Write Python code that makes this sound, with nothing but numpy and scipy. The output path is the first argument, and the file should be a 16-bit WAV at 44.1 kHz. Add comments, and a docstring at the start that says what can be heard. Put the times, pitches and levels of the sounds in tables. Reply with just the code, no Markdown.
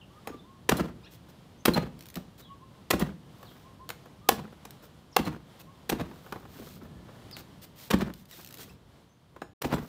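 """In a brick-walled yard, a cleaver chops into a green coconut on a mat. Shaped noise makes the husk crackle,
damped modes sound the shell and a falling sine makes the thump; the nut then lands in shrinking hops.
After most blows a steel dish chinks. Between blows the blade taps, pries, scrapes and squeaks: knocks,
ragged noise and gliding overtones. Far-off birds are swept sines; rumble and patchy hiss are uneven noise.
The sound drops out briefly just before the last chop."""
import sys
import numpy as np
from scipy import signal
from scipy.fft import rfft, irfft, next_fast_len
from scipy.io import wavfile
from scipy.ndimage import uniform_filter1d, map_coordinates

SR = 44100
rng = np.random.default_rng(int(sys.argv[2]) if len(sys.argv) > 2 else 0)


def file_out(sig):
    """Save sig as 16-bit WAV at sys.argv[1]."""
    # one column per channel
    cols = np.atleast_2d(sig).T
    # limit, then scale
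    lim = np.clip(cols, -1, 1)
    pcm = np.round(lim * 32767).astype(np.int16)
    wavfile.write(sys.argv[1], SR, pcm)


N = 435699  # samples

# Blade into husk: start_s, cutting_s, crackle_db, tilt_db_per_octave, husk_thock_db, shell_knock_db,
# thump_db, final_thump_hz, first_hop_s, landing_db
CHOPS = [(.690, .009, -16, -1.3, -12.5, -16, -13, 159, 0.083, -18.5),
         (1.653, .009, -16, 0, -19.5, -24, -12.5, 163, 0.092, -16.5),
         (2.9036, .012, -17.5, -0.7, -15, -23, -15.5, 186, 0.083, -20),
         (4.288, 0.0053, -11.5, 1, -29, -5.5, -24.5, 194, 0.078, -31.5),
         (5.164, 0.0056, -14.5, -0.5, -26, -8.5, -19, 172, 0.084, -23),
         (5.893, .012, -25, 0.4, -31, -21.5, -17.5, 210, .085, -23.5),
         (7.903, 0.015, -22.5, -2, -17, -45, -13, 164.5, 0.083, -21),
         (9.617, 0.0091, -31, -.5, -51.5, -45, -19, 230, .089, -17.5)]
# Modes of the nut's hollow shell: nominal_hz, mean_level_db, t60_s
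SHELL_MODES = [(484, -5.5, 0.038), (781, 3, 0.024), (1070, -3.5, .03), (1450, -11.5, 0.032),
               (1706, -13, 0.038), (2242, -19, 0.039), (2640, -17, 0.031), (3970, -17.5, 0.014)]
# Relative spectrum of tearing husk: frequency_hz, level_db_per_hz
HUSK_SPECTRUM = [(60, -35), (200, -1), (500, 3.5), (650, -3), (1100, 1), (1900, 0), (3300, -2), (5000, -6),
                 (8500, -9.5), (10200, -9.5), (12000, -9.5), (14000, -5), (15500, -9)]
# Relative spectrum of sliding hiss: frequency_hz, level_db_per_hz
HISS_SPECTRUM = [(300, -33), (1500, 4.5), (4000, 8.5), (7000, 3), (11000, 0), (14500, 9.5), (16000, 2)]
# Relative spectrum of the nut's body when rubbed or tapped: frequency_hz, level_db_per_hz
RUB_SPECTRUM = [(60, -12.5), (180, 2), (450, 4), (800, -2.5), (1400, -2.5), (2200, -15), (3500, -24),
                (8000, -41)]


def amp(db):
    """Logarithmic level: decibels become amplitude gain."""
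    return 10 ** (np.asarray(db) / 20)


def unit(x):
    """Power normalization: scale to rms 1."""
    return x / np.sqrt(np.mean(x ** 2) + 1e-20)


def along(points, hz):
    """Logarithmic frequency scale: interpolate (Hz, value) points along it."""
    point_hz, value = np.transpose(points)
    return np.interp(np.log(hz + 1), np.log(point_hz), value)


def clock(seconds):
    """Uniform sampling: sample times from zero."""
    return np.arange(int(seconds * SR)) / SR


def add(track, start_s, x):
    """Superposition: mix x into the track from its start time."""
    i = max(round(start_s * SR), 0)
    track[i:i + len(x)] += x[:max(len(track) - i, 0)]


def wobble(t, rate):
    """Band-limited fluctuation: a smooth random curve with rate knots a second."""
    knots = rng.standard_normal(int(t[-1] * rate) + 4)
    return map_coordinates(knots, [t * rate])


def filtered(x, response):
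    """Linear filtering: multiply the spectrum by a response of frequency."""
    size = next_fast_len(len(x) + 4096)  # zero padding limits wrap-around
    hz = np.fft.rfftfreq(size, 1 / SR)
    return irfft(rfft(x, size) * response(hz), size)[:len(x)]


def grit(t, spectrum, ragged_db, rate):
    """Amplitude-modulated noise: random level swings bunch it, a spectrum colours it; rms 1."""
    clumps = rng.standard_normal(len(t)) * amp(ragged_db * wobble(t, rate))
    return unit(filtered(clumps, lambda hz: amp(along(spectrum, hz))))


def ring(modes, attack, scatter_db):
    """Modal superposition: damped sines, at slightly new strengths and pitches each time."""
    t = clock(.3)
    hz, db, t60 = np.transpose(modes)[:, :, None]
    level, detune = rng.standard_normal((2, len(modes), 1))
    decay = amp(db + scatter_db * level - 60 * t / t60)
    waves = decay * np.sin(2 * np.pi * hz * (1 + 0.0067 * detune) * t)
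    return waves.sum(0) * (1 - np.exp(-t / attack))


def chops():
    """Fracture noise and impulse response: torn fibres crackle; the push excites husk and shell modes."""
    out, t = np.zeros(N), clock(.3)
    for start_s, cutting_s, crackle_db, tilt, thock_db, knock_db, *_ in CHOPS:
        travel = t / cutting_s
        # the skin parts at once, the tearing swells with depth and ends as the blade sticks
        cut = np.minimum(0.29 + travel / 0.71, 1) / np.sqrt(1 + (travel / 0.88) ** 14)
        # each chop's crackle has its own brightness
        colour = [(hz, db + tilt * np.log2(hz)) for hz, db in HUSK_SPECTRUM]
        blow = amp(crackle_db) * cut * grit(t, colour, ragged_db=0.4, rate=1800)
        thock = ring([(430, 0.0027, .032)], attack=0.0016, scatter_db=1.0)  # one husk mode
        knock = ring(SHELL_MODES, attack=0.0015, scatter_db=0.8)
        add(blow, .25 * cutting_s, amp(thock_db) * thock)
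        add(blow, .25 * cutting_s, amp(knock_db) * knock)
        add(out, start_s, in_yard(blow, wet_db=-13))
    return out


def thuds(count=3):
    """Inelastic rebound: the driven nut lands in ever shorter, weaker hops; tipped by hand, it rocks."""
    # The nut rocks on the mat: thump_s, thump_db, final_pitch_hz
    rocks = [(.301, -32.5, 243), (.344, -35.5, 232), (2.171, -27, 158), (6.598, -34, 218),
             (6.824, -40, 212), (7.267, -44, 192)]
    # the mat's crunch: level over the thump, and time scale of its lead
    push_crunch_db, push_lead_s = -7.5, 0.0078
    land_crunch_db, land_lead_s = -7.5, 0.017
    rock_crunch_db, rock_lead_s = -12.5, 0.0092
    land_hz, settle_hz = 144.4, 167.4  # first landing, later bounces
    hop_shrink = .62  # each flight over the one before
    hop_loss_db = 15  # times the square root of the bounce number
    out = np.zeros(N)
    for start_s, cutting_s, *_, thump_db, hz, hop_s, landing_db in CHOPS:
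        sinking_s = .030 + .55 * cutting_s  # from the blow until the nut bottoms out
        add(out, start_s, thud(thump_db, hz, push_crunch_db, push_lead_s, sinking_s))
        takeoff_s = start_s + sinking_s
        for k in range(count):
            flight_s = hop_s * hop_shrink ** k
            pitch = settle_hz if k else land_hz
            level_db = landing_db - hop_loss_db * np.sqrt(k)
            add(out, takeoff_s, thud(level_db, pitch, land_crunch_db, land_lead_s, flight_s))
            takeoff_s += flight_s
    tipping_s = .04
    for thump_s, thump_db, hz in rocks:
        add(out, thump_s - tipping_s, thud(thump_db, hz, rock_crunch_db, rock_lead_s, tipping_s))
    return out


def thud(thump_db, hz, crunch_db, lead_s, early_s):
    """Compression and release: the mat crunches, then the nut thumps early_s in, its pitch sinking."""
    # Relative spectrum of the crunching mat: frequency_hz, level_db_per_hz
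    crunch_spectrum = [(40, -22), (150, 4.5), (480, -1.5), (650, -6), (950, -5.5), (2000, -14.5),
                       (3500, -20), (6000, -29), (10000, -35.5), (15000, -32.5)]
    # Modes of the mat and the ground under it: nominal_hz, mean_level_db, t60_s
    ground_modes = [(68.4, -13, 0.11), (150.8, -15.5, 0.11)]
    t = clock(.3)
    ahead = (early_s - t) / lead_s
    # a faint creak leads in, then the fibres give way all at once
    squeeze = 0.42 * np.exp(-np.abs(ahead) / 2) + 0.62 / np.sqrt(1 + (ahead / 0.95) ** 10)
    release = np.exp(-np.maximum(t - early_s, 0) / 0.0051)
    crunch = grit(t, crunch_spectrum, ragged_db=2.5, rate=500)
    blow = amp(crunch_db) * squeeze * release * crunch
    pitch = hz * (1 + 1.554 * np.exp(-t / 0.0033))  # sinks to hz as the load eases
    envelope = amp(-60 * t / 0.075) * (1 - np.exp(-t / 0.00077))
    nut = -np.sin(2 * np.pi * np.cumsum(pitch) / SR) * envelope
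    add(blow, early_s, nut + ring(ground_modes, attack=0.0017, scatter_db=0.5))
    return in_yard(amp(thump_db) * blow, wet_db=-10.0)


def chinks():
    """Contact damping: the jolted dish drops back, its rim buzzing on the mat and soon falling silent."""
    # The dish lands: start_s, level_db (before a 3.5 dB cut)
    landings = [(.768, -35.5), (1.736, -34.5), (2.9944, -33.5), (5.251, -42.5), (7.987, -51), (9.741, -41)]
    # Modes of the dish: nominal_hz, mean_level_db, t60_s
    dish_modes = [(3340, -13, .1), (4120, -1, .09), (5500, -11, .05), (7620, -5, .06), (9080, -10, .07),
                  (9750, -6, .05), (10600, -10, .05), (13600, -9, .06), (14650, -3, .06)]
    out, t = np.zeros(N), clock(.3)
    for start_s, db in landings:
        rim = ring(dish_modes, attack=0.00046, scatter_db=5.5) * amp(3.6 * wobble(t, 440))
        buzz = amp(-2 - 60 * t / 0.12) * grit(t, HISS_SPECTRUM, ragged_db=2.0, rate=700)
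        add(out, start_s, in_yard(amp(db - 3.5) * (rim + buzz), wet_db=-11.5))
    return out


def crumbs(count=7):
    """Random small impacts: chips jolted off the mat patter back 0.12 to 0.24 s after each chop starts."""
    out, t = np.zeros(N), clock(.03)
    for start_s, *_ in CHOPS:
        for when, size in rng.random((count, 2)):
            delay_s = .12 + .12 * when
            tick = amp(-60 * t / 0.013) * grit(t, HISS_SPECTRUM, ragged_db=1, rate=610)
            pat = amp(-60 * t / 0.058) * grit(t, RUB_SPECTRUM, ragged_db=6.0, rate=440)
            level_db = -33.0 - 31 * size - 10 * when  # a larger draw is quieter, and so is a later chip
            add(out, start_s + delay_s, amp(level_db) * (0.16 * tick + pat))
    return out


def taps():
    """Impact excitation: the blade set on the nut gives a click, a damped woody knock and a little steel."""
    # Light touches: start_s, click_db, shell_knock_db (before a 2.5 dB cut), steel_ring_db
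    touches = [(.273, -33, -27, -57), (2.169, -51, -30.5, -70), (3.429, -45.5, -39.5, -73),
               (3.8911, -32.5, -36, -53), (3.902, -33, -33, -69), (4.058, -53, -39.5, -80),
               (4.652, -38, -38, -69), (6.263, -54, -37.5, -73), (6.324, -38.5, -23.5, -69),
               (6.359, -62, -31.5, -77), (6.453, -65, -38, -73), (7.367, -35.5, -43, -59),
               (9.363, -54, -37.5, -80.5), (9.418, -55, -25, -54)]
    # Modes of the blade: nominal_hz, mean_level_db, t60_s
    blade_modes = [(1744, -9, .2), (2713, -13, .2), (3946, -6, .1), (5308, -6, .2), (6756, -2, .18),
                   (8300, -9, .09), (9390, -13, .1), (13410, -13, .1)]
    out, t = np.zeros(N), clock(.3)
    for start_s, click_db, knock_db, steel_db in touches:
        click = amp(click_db - 60 * t / 0.026) * grit(t, HUSK_SPECTRUM, ragged_db=4.0, rate=1500)
        husk = amp(-3 - 60 * t / 0.05) * grit(t, RUB_SPECTRUM, ragged_db=0.5, rate=180)
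        shell = ring(SHELL_MODES, attack=0.0018, scatter_db=1.0)
        knock = amp(knock_db - 2.5) * (shell + husk)
        steel = amp(steel_db) * ring(blade_modes, attack=0.0008, scatter_db=2.8)
        add(out, start_s, in_yard(click + knock + steel, wet_db=-12.0))
    return out


def prying():
    """Friction and fracture noise: steel or skin drags in ragged strokes; fibres snap singly or in bursts."""
    # Blade or palm slides on the husk: start_s, length_s, hiss_db, rubbing_body_db
    strokes = [(1.106, 0.062, -56.5, -75), (1.284, 0.028, -60.5, -57), (2.377, 0.044, -53.5, -56),
               (3.336, .33, -64.5, -60.5), (4.821, 0.052, -57.5, -55.5), (5.592, 0.029, -51.5, -57.5),
               (6.049, 0.45, -64.5, -57), (6.481, 0.32, -55, -55), (6.811, 0.065, -65, -50),
               (7.031, 0.21, -77, -57.5), (7.367, .05, -51, -50), (7.615, 0.042, -49.5, -61),
               (7.756, .14, -51, -73), (8.146, 0.093, -61.5, -74), (8.282, 0.17, -52, -58),
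               (8.491, .27, -63, -58), (8.58, 0.071, -47, -53.5), (9.62, 0.064, -49, -61),
               (9.751, 0.2, -59.5, -54)]
    # Single fibres snap: start_s, level_db
    single_snaps = [(2.158, -34.5), (4.707, -39.5), (7.312, -41.5), (8.138, -39.5), (8.255, -48),
                    (8.312, -39), (8.509, -44)]
    # The blade levers a slice and fibres snap in quick bursts: start_s, length_s, mean_level_db
    levers = [(1.988, .11, -44.5), (2.135, .04, -38.5), (8.41, .18, -44.5)]
    fibres_per_s, fibre_spread_db = 64, 3
    out = np.zeros(N)
    for start_s, length_s, hiss_db, body_db in strokes:
        t = clock(length_s)
        # exponent 0 would start and stop abruptly, 1 gives a full arch
        speed = np.abs(np.sin(np.pi * t / length_s)) ** 0.56
        # quiet slides are more ragged: 2 dB at -53 dB of hiss, falling by e over 24 dB
        ragged_db = 2 * np.exp((-53 - hiss_db) / 24)
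        hiss = amp(hiss_db) * grit(t, HISS_SPECTRUM, ragged_db, rate=450)
        body = amp(body_db) * grit(t, RUB_SPECTRUM, ragged_db=6.5, rate=77.7)
        add(out, start_s, in_yard(speed * (hiss + body), wet_db=-10.5))
    snaps, t = list(single_snaps), clock(.05)
    for start_s, length_s, db in levers:
        for slot_s in np.arange(start_s, start_s + length_s, 1 / fibres_per_s):
            snap_s = slot_s + rng.random() / fibres_per_s / 2
            snaps.append((snap_s, db + fibre_spread_db * rng.standard_normal()))
    for snap_s, db in snaps:
        snap = amp(db - 60 * t / 0.016) * grit(t, HISS_SPECTRUM, ragged_db=0.5, rate=1500)
        add(out, snap_s, in_yard(snap, wet_db=-9.5))
    return out


def squeaks(count=4):
    """Stick-slip oscillation: steel on wet fibre gives a short unsteady stack of overtones."""
    # The blade squeaks in the husk: start_s, length_s, start_slip_hz, end_slip_hz, level_db
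    slips = [(1.03, 0.039, 1142, 1493, -56), (1.055, 0.03, 800, 960, -54.5),
             (8.32, .022, 2060, 1710, -51.5), (8.686, 0.03, 2410, 2710, -58)]
    out = np.zeros(N)
    k = np.arange(1, count + 1)[:, None]
    for start_s, length_s, start_hz, end_hz, db in slips:
        t = clock(length_s)
        glide = start_hz + (end_hz - start_hz) * t / length_s
        rate = glide * (1 + 0.032 * wobble(t, 510))
        # the husk passes mostly the overtones near its squeak resonance at 2900 Hz
        weight = 1 / (1 + np.log2(k * rate / 2900) ** 2)
        stack = (weight * np.sin(2 * np.pi * k * np.cumsum(rate) / SR)).sum(0)
        swell = np.sin(np.pi * t / length_s)
        add(out, start_s, in_yard(amp(db) * swell * unit(stack), wet_db=-7))
    return out


def birds_and_held_note():
    """Frequency modulation: arched hoots, quick gliding whistles and one faint held note."""
    # All levels here are before a 4.5 dB cut
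    # A far bird's soft hoots: start_s, length_s, top_hz, level_db
    hoots = [(.10, .14, 1235, -56.5), (.24, 0.138, 1186, -54), (0.437, 0.147, 1090, -55.5),
             (2.455, 0.11, 1120, -51), (2.60, 0.085, 1070, -59), (2.715, 0.092, 1064, -54),
             (3.372, .11, 1118, -55), (3.622, .11, 1070, -53.5), (3.793, 0.12, 1080, -55),
             (4.048, 0.089, 1083, -60), (4.21, 0.09, 1235, -51.5), (5.663, 0.089, 1110, -58)]
    # One faint held note, perhaps the blade ringing: start_s, length_s, pitch_hz, level_db
    held_notes = [(6.83, .38, 1730, -63)]
    # Small birds' whistles: start_s, length_s, start_hz, end_hz, level_db
    whistles = [(0, 0.027, 3700, 2460, -54.5), (.367, 0.05, 3850, 3470, -59), (1.57, .06, 5950, 6500, -66),
                (2.397, .11, 4200, 2840, -56.5), (3.451, 0.062, 4820, 2650, -53),
                (5.113, 0.045, 7230, 3600, -57.5), (7.313, .055, 5310, 3700, -48),
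                (9.088, 0.052, 6100, 6500, -68.5)]
    out = np.zeros(N)
    for start_s, length_s, top_hz, db in hoots:
        # pitch falls with the squared distance from the top, 0.61 of the way through
        arch = 1 - .32 * (clock(length_s) / length_s - 0.61) ** 2
        add(out, start_s, note(top_hz * arch, db, waver=0.0089, flutter_db=7.5, wet_db=-7.5))
    for start_s, length_s, hz, db in held_notes:
        level_pitch = hz * np.ones_like(clock(length_s))
        add(out, start_s, note(level_pitch, db, waver=.008, flutter_db=2.5, wet_db=0))
    for start_s, length_s, start_hz, end_hz, db in whistles:
        glide = start_hz * (end_hz / start_hz) ** (clock(length_s) / length_s)
        add(out, start_s, note(glide, db, waver=.028, flutter_db=6.5, wet_db=0))
    return out


def note(pitch, db, waver, flutter_db, wet_db):
    """Phase integration: one note follows a wavering pitch curve while its level flutters."""
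    t, progress = np.arange(len(pitch)) / SR, np.linspace(0, 1, len(pitch))
    wavering = pitch * (1 + waver * wobble(t, pitch[0] / 10))
    flutter = flutter_db * wobble(t, pitch[0] / 30)
    swell = np.sqrt(np.abs(np.sin(np.pi * progress)))
    tone = np.sin(2 * np.pi * np.cumsum(wavering) / SR)
    return in_yard(amp(db - 4.5 + flutter) * swell * tone, wet_db)


def outdoors():
    """Broadband turbulence: a restless low rumble under a patchy hiss of distant leaves."""
    # Relative spectrum of the yard air: frequency_hz, level_db_per_hz
    air_spectrum = [(15, -40.5), (25, -20.5), (58, -5), (148, -1), (313, -10), (389, -12), (684, -15.5),
                    (741, -16.5), (1050, -17), (1410, -22), (2300, -26.5), (2490, -28), (3170, -23.5),
                    (6210, -34), (15500, -40.5)]
    # The breeze: time_s, rumble_db (before a 3 dB lift), distant_hiss_db (before a 1.2 dB cut)
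    breeze = [(0, -57, -60), (2.0, -57, -59), (5.8, -58.5, -58), (6.5, -55, -58), (7.3, -52.5, -56),
              (8.2, -63, -61), (8.701, -56.5, -59.5), (9.1, -64.5, -64.5), (9.499, -61, -65)]
    t = np.arange(N) / SR
    time_s, rumble_db, hiss_db = np.transpose(breeze)
    low = lambda hz: 1 / (1 + (hz / 500) ** 4)
    high = lambda hz: np.sqrt(1 - low(hz) ** 2)  # power complement of low
    rumble = unit(filtered(grit(t, air_spectrum, ragged_db=1, rate=12), low))
    hiss = unit(filtered(grit(t, air_spectrum, ragged_db=1.5, rate=9), high))
    rumble_gain = amp(np.interp(t, time_s, rumble_db) + 3)
    hiss_gain = amp(np.interp(t, time_s, hiss_db) - 1.2)
    return rumble_gain * rumble + hiss_gain * hiss


def in_yard(x, wet_db):
    """Diffuse reverberation: walls and ground answer with decaying noise; the bass lingers longest."""
    # Reverberation time of the yard: frequency_hz, t60_s
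    walls = [(100, 0.66), (300, 0.37), (1000, 0.27), (4000, 0.29), (14000, 0.2)]
    hz, t, noise = signal.stft(rng.standard_normal(SR // 2), SR, nperseg=256)
    decay = amp(-60 * t / along(walls, hz)[:, None])
    tail = signal.istft(noise * decay, SR, nperseg=256)[1]
    tail *= 1 - np.exp(-(np.arange(len(tail)) / SR / 0.0029) ** 2)  # gradual onset
    response = amp(wet_db) * tail / np.linalg.norm(tail)
    response[0] += 1  # direct sound
    return signal.fftconvolve(x, response)


def scene():
    """Superposition of sources: everything in the yard, at one microphone."""
    blows = chops() + thuds() + chinks() + crumbs()
    handling = taps() + prying() + squeaks()
    return (blows + handling + birds_and_held_note() + outdoors())[None]


def record(dry):
    """Band limiting and gating: deep bass rolls off, the top is cut and the sound drops out briefly."""
    # The dropout: start_s, end_s
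    silent = (9.535, 9.612)
    low_cut_hz, top_hz = 34, 15650
    t = np.arange(N) / SR
    bass_cut = signal.butter(2, low_cut_hz, "highpass", fs=SR, output="sos")
    heard = signal.sosfilt(bass_cut, dry[0])
    live = 1.0 * ((t < silent[0]) | (t > silent[1]))
    gate = uniform_filter1d(live, size=128)  # short fades at both edges
    return filtered(heard * gate, lambda hz: 1 / (1 + (hz / top_hz) ** 200))[None]


dry = scene()
out = record(dry)
file_out(out)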